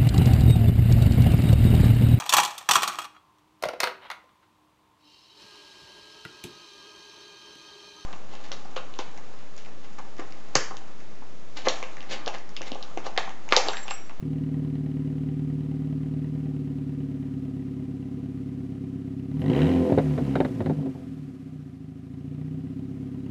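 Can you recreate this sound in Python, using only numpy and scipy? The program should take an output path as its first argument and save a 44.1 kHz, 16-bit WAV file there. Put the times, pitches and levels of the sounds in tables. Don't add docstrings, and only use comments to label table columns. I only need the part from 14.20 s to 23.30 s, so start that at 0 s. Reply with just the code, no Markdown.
import sys
import numpy as np
from scipy import signal
from scipy.io import wavfile
from scipy.ndimage import uniform_filter1d

SR = 44100
rng = np.random.default_rng(int(sys.argv[2]) if len(sys.argv) > 2 else 0)


def materialize(psi):
    bounded = np.clip(np.atleast_2d(psi).T, -1, 1)
    quanta = np.round(bounded * 32767).astype(np.int16)
    wavfile.write(sys.argv[1], SR, quanta)


def boost(x):
    u = np.asarray(x, float) / 20
    return 10 ** u


N = 401310
T = np.arange(N) / SR

# centre in Hz, width in Hz, relative level in dB.
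PIPE = [(150.95, 16.5, 11), (264.06, 29.8, 7.5), (373.8, 35.6, -6.5), (542, 243, -43)]
# frequency in Hz, relative level in dB.
DUCT = [(26, -33), (37, -29), (52, -24.5), (66, -13), (78, -4), (100, -2.5), (128, 0), (185, -4.5),
        (205, -1.5), (228, -4.5), (290, -18.5), (315, -63), (340, -47.5), (400, -44.5), (600, -55),
        (900, -70), (5000, -110)]
# centre in Hz, width in Hz, relative level in dB.
FRONT_RING = [(300, 40, 4.5), (374, 45, 8), (503, 41, 3), (664, 29, -4), (740, 44, -12), (874, 45, -15.5),
              (1016, 55, -15.5)]
# centre in Hz, width in Hz, relative level in dB.
TIPS = [(1000, 200, -6), (1940, 200, -1), (2900, 450, -4), (3900, 500, -9)]


def follow(points, column=1):
    columns = np.transpose(points)
    return np.interp(T, columns[0], columns[column])


def coloured(x, magnitude):
    hz = abs(np.fft.fftfreq(16384, 1 / SR))
    log_gain = np.log(np.maximum(magnitude(hz), 1e-6))
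    taps = np.fft.ifft(np.exp(np.conj(signal.hilbert(log_gain)))).real[:8192]
    return signal.oaconvolve(x, taps / np.linalg.norm(taps))[:len(x)]


def shaped(points):
    f, db = np.transpose(points)
    return lambda hz: boost(np.interp(np.log(hz + 1), np.log(f + 1), db))


def ringing(modes, between=None):
    def magnitude(hz):
        power = sum((boost(db) / (1 + (2 * (hz - f) / width) ** 2)) ** 2 for f, width, db in modes)
        if between is not None:
            power = power + shaped(between)(hz) ** 2
        return np.sqrt(power)
    return magnitude


def puffs(kicks, decay_s):
    loudness = signal.lfilter([1], [1, -np.exp(-1 / (decay_s * SR))], kicks)
    return loudness * rng.standard_normal(N)


def exhaust_note(pulses, alternate, flow, note_db):
    # time in seconds, relative level in dB.
    roundness = [(0, -6), (5.1, 7), (5.6, -7), (5.8, 3), (6.15, 5.5), (6.5, -8), (6.9, -9), (7.4, 7),
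                 (7.9, 10), (9.1, 1.5)]
    # centre in Hz, width in Hz, relative level in dB.
    branch_ring = [(168, 13, -25), (215, 63, -20), (266.45, 24.4, -3), (368, 11.3, -17), (462, 33, -52)]
    # centre in Hz, width in Hz, relative level in dB.
    long_ring = [(374.7, 20, 9.5), (471.5, 32.7, 3.5)]

    fade = np.exp(-2 * np.pi * 80 / SR)
    slow = boost(follow(roundness)) * signal.lfilter([1 - fade], [1, -fade], pulses)
    note = boost(note_db) * coloured(pulses + slow + flow, ringing(PIPE, DUCT))
    note += boost(-2) * coloured(alternate, ringing(branch_ring))
    every_second = np.maximum(-alternate, 0) * boost(1.5 * rng.standard_normal(N))
    return note + boost(-16) * coloured(every_second, ringing(long_ring))


def front_roar(fronts):
    # frequency in Hz, relative level in dB.
    shock = [(150, -43), (300, -20), (600, -19.5), (1200, -32), (2500, -60.5), (8000, -88.5)]
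    torn = boost(-32) * puffs(fronts, 0.006)
    return boost(-10) * coloured(fronts + torn, ringing(FRONT_RING, shock))


def tailpipe_rasp(clacks, throttle):
    # frequency in Hz, relative level in dB.
    rasp_colour = [(290, -21.5), (500, -0.5), (581, -37), (684, -21), (989, -15), (1070, -21.5),
                   (1390, -24.5), (1530, -22.5), (1710, -24.5), (1880, -19), (2500, -25.5), (3150, -24.5),
                   (3970, -45.5), (4810, -41), (13000, -55)]
    breath = boost(2) * clacks + puffs(clacks, 0.0075)
    chuff = boost(2.0) * coloured(breath, ringing([(632, 91, 1.5), (788, 46, 1)]))
    rasp = boost(2.0) * coloured(puffs(clacks, 0.016), shaped(rasp_colour))
    rasp += boost(-0.5 + 3.5 * throttle) * coloured(puffs(clacks, 0.0022), ringing(TIPS))
    return chuff + rasp


def engine_bay_hiss(rate, firings):
    # frequency in Hz, relative level in dB.
    hiss_colour = [(290, -20), (500, -12), (553, -9.5), (737, -5), (914, -23.5), (997, -9.5), (1090, -18),
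                   (1200, -10.5), (1410, -16), (2690, -18.5), (3380, -22), (8980, -31.5), (12300, -35.5),
                   (15500, -46.5)]
    rev_s = (5.1, 5.22, 6.5, 6.62)
    idle_rate = 36
    idle_db, db_per_octave, rev_db = -60.5, 7.5, 2.5
    throb_db, throb_lag = 1, 0.27

    hiss_db = idle_db + db_per_octave * np.log2(rate / idle_rate)
    hiss_db = hiss_db + rev_db * np.interp(T, rev_s, [0, 1, 1, 0])
    hiss_db = hiss_db + throb_db * np.cos(2 * np.pi * (firings / 2 - throb_lag))
    return coloured(boost(hiss_db) * rng.standard_normal(N), shaped(hiss_colour))


def engine():
    # time in seconds, firings per second.
    speed = [(0, 38.26), (0.6, 37.46), (2.2, 37.75), (2.4, 36.45), (2.8, 36.34), (3.0, 35.63), (3.8, 34.42),
             (4.4, 34.78), (4.65, 33.45), (5.07, 33.7), (5.18, 38.63), (5.26, 49.11), (5.36, 68.9),
             (5.5, 87.62), (5.64, 85.63), (5.77, 77.01), (6.265, 63.56), (6.42, 53.22), (6.8, 45.11),
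             (6.93, 38.88), (7.2, 32.14), (7.645, 26.0), (8.8, 34.58), (9.1, 33.83)]
    # time in seconds, gas pulse level in dB, tailpipe rasp level in dB.
    load = [(0, -32, -57.5), (2.5, -34.5, -60), (5.07, -36.5, -63.5), (5.17, -33, -53), (5.3, -23.5, -41),
            (5.375, -24, -35.5), (5.45, -23.5, -40.5), (5.62, -22, -51.5), (5.8, -32.5, -55),
            (6.05, -28, -52.5), (6.3, -31.5, -59.5), (6.5, -28, -63), (6.7, -35, -67), (6.95, -38.5, -81),
            (7.35, -44, -70), (7.8, -44.5, -69.5), (8.15, -40, -59.5), (8.6, -36, -65), (9.1, -36, -60.5)]
    # time in seconds, scatter of pulse size in dB.
    uneven = [(0, .5), (5.1, .5), (5.3, .8), (5.7, .8), (5.85, 2), (6.25, 3), (6.6, 2.5), (7, .6),
              (9.1, .5)]
    # middle in seconds, half length in seconds, drop of the low note in dB,
    # drop of the branch ring and steep front in dB.
    level_dips = [(5.699, 0.061, 10.5, -6), (5.767, 0.031, -2, 5), (5.989, 0.02, 29, -8.5),
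                  (6.207, 0.0059, 9, 4), (6.22, 0.035, 2, 8.5), (6.327, 0.014, 2.5, 24),
                  (6.443, 0.0088, 7.5, 2), (6.552, .02, 11, 5.5), (6.655, 0.029, 15, -3.5),
                  (6.731, 0.017, 11, 40), (6.804, 0.004, 14, 15)]
    throttle_s = (5.15, 5.3, 5.6, 5.9)
    pulse_trim = [1, 0, -1, 0]
    front_trim = [4.5, 1.3, 4.5, -0.5]
    rasp_trim = [5.5, -1., 1.5, -2.]
    first_s = 0.0245
    rasp_lag_s, branch_lag_s, long_runner_s = 0.0015, 0.0026, 0.0019
    front_shut_db, front_open_db = -4.5, 3

    rate, scatter_db = follow(speed), follow(uneven)
    pulse_db, rasp_db = follow(load, 1), follow(load, 2)
    throttle = np.interp(T, throttle_s, [0, 1, 1, 0])
    branch_db, note_db = pulse_db, np.zeros(N)
    for middle_s, half_s, drop_db, ring_drop_db in level_dips:
        dip = np.exp(-((T - middle_s) / half_s) ** 4)
        note_db = note_db - drop_db * dip
        branch_db = branch_db - ring_drop_db * dip
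    front_db = branch_db + front_shut_db + (front_open_db - front_shut_db) * throttle
    front_db = front_db - np.clip(3 * (45 - rate), 0, 20)

    firings = np.cumsum(rate) / SR
    count = np.floor(firings - firings[round(first_s * SR)])
    at = np.flatnonzero(np.diff(count[:-200]))
    cylinder = (count[at].astype(int) + 1) % 4
    chance = rng.standard_normal((len(at), 3))
    interval = np.sqrt(SR / rate[at])

    pulses, alternate, fronts, clacks = np.zeros((4, N))
    size_db = pulse_db[at] + np.take(pulse_trim, cylinder) + scatter_db[at] * chance[:, 0]
    pulses[at] = interval * boost(size_db)
    ring = pulses[at] * boost(branch_db[at] - pulse_db[at]) * (-1.) ** cylinder
    alternate[at + round(branch_lag_s * SR)] = ring
    steep_db = front_db[at] + np.take(front_trim, cylinder) + scatter_db[at] * chance[:, 1]
    fronts[at + round(long_runner_s * SR) * (cylinder % 2)] = interval * boost(steep_db)
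    clack_db = rasp_db[at] + np.take(rasp_trim, cylinder) + (0.5 + scatter_db[at]) * chance[:, 2]
    clacks[at + round(rasp_lag_s * SR)] = boost(clack_db)
    flow = boost(pulse_db - 15.0 + 1.7 * scatter_db - 3.9 * throttle) * rng.standard_normal(N)

    note = exhaust_note(pulses, alternate, flow, note_db)
    return note + front_roar(fronts) + tailpipe_rasp(clacks, throttle) + engine_bay_hiss(rate, firings)


def intake_squeak():
    # start in seconds, end in seconds, first pitch in Hz, last pitch in Hz, peak level in dB.
    whistle = (5.185, 5.235, 11300, 11100, -64)
    start, end, high_hz, low_hz, db = whistle
    waver = 900 * uniform_filter1d(rng.standard_normal(N), 60)
    hz = np.interp(T, [start, end], [high_hz, low_hz]) + waver
    swell = np.sin(np.pi * np.clip((T - start) / (end - start), 0, 1)) ** 2
    return boost(db) * swell * np.sin(2 * np.pi * np.cumsum(hz) / SR)


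def afterfire():
    # time in seconds, kick level in dB, crack against the kick in dB.
    pops = [(5.697, -9.5, -37), (5.721, -5.5, -43), (5.776, -2, -41), (5.784, -13, -19.5),
            (5.978, -12, -28), (6.011, -32, -38), (6.155, -5, -24), (6.203, -3, -27.5), (6.249, -13, -23),
            (6.405, -11.5, -29.5), (6.46, -11.5, -28), (6.497, -8, -43), (6.596, -27, -39),
            (6.659, -21, -34), (6.749, -26.5, -45), (6.817, -44, -35)]
    # frequency in Hz, relative level in dB.
    pop_colour = [(41, -27.5), (70, 14), (210, 13.5), (568, 11), (870, 2), (1200, -16.5), (1420, -14.5),
                  (1920, -19), (3190, -37.5), (3760, -31), (5100, -52), (9000, -55.5), (11700, -66),
                  (19800, -120)]

    kicks, bright = np.zeros((2, N))
    for s, kick_db, crack_db in pops:
        kicks[round(s * SR)] = boost(kick_db)
        bright[round(s * SR)] = boost(kick_db + crack_db)
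    echoes = kicks + boost(0.5) * np.roll(kicks, round(0.00762 * SR))
    thud = coloured(boost(2.5) * echoes + boost(-12.5) * puffs(kicks, 0.016), shaped(pop_colour))
    boom = boost(7.5) * coloured(-kicks, ringing(PIPE, DUCT))
    boom += boost(1.5) * coloured(kicks, ringing(FRONT_RING))

    def without_bass(hz):
        return shaped(pop_colour)(hz) / (1 + (1300 / (hz + 1)) ** 4)

    snap = boost(2.5) * coloured(puffs(bright, 0.00046), ringing(TIPS))
    crack = boost(4.0) * coloured(puffs(bright, 0.0092), without_bass)
    return thud + boom + snap + crack


def scene():
    return (engine() + intake_squeak() + afterfire())[None]


def band_limit(x):
    return signal.sosfilt(signal.butter(12, 15660, fs=SR, output="sos"), x)


def record(dry):
    thinned = signal.sosfilt(signal.butter(2, 24, "high", fs=SR, output="sos"), dry)
    return band_limit(thinned)


dry = scene()
out = record(dry)
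materialize(out)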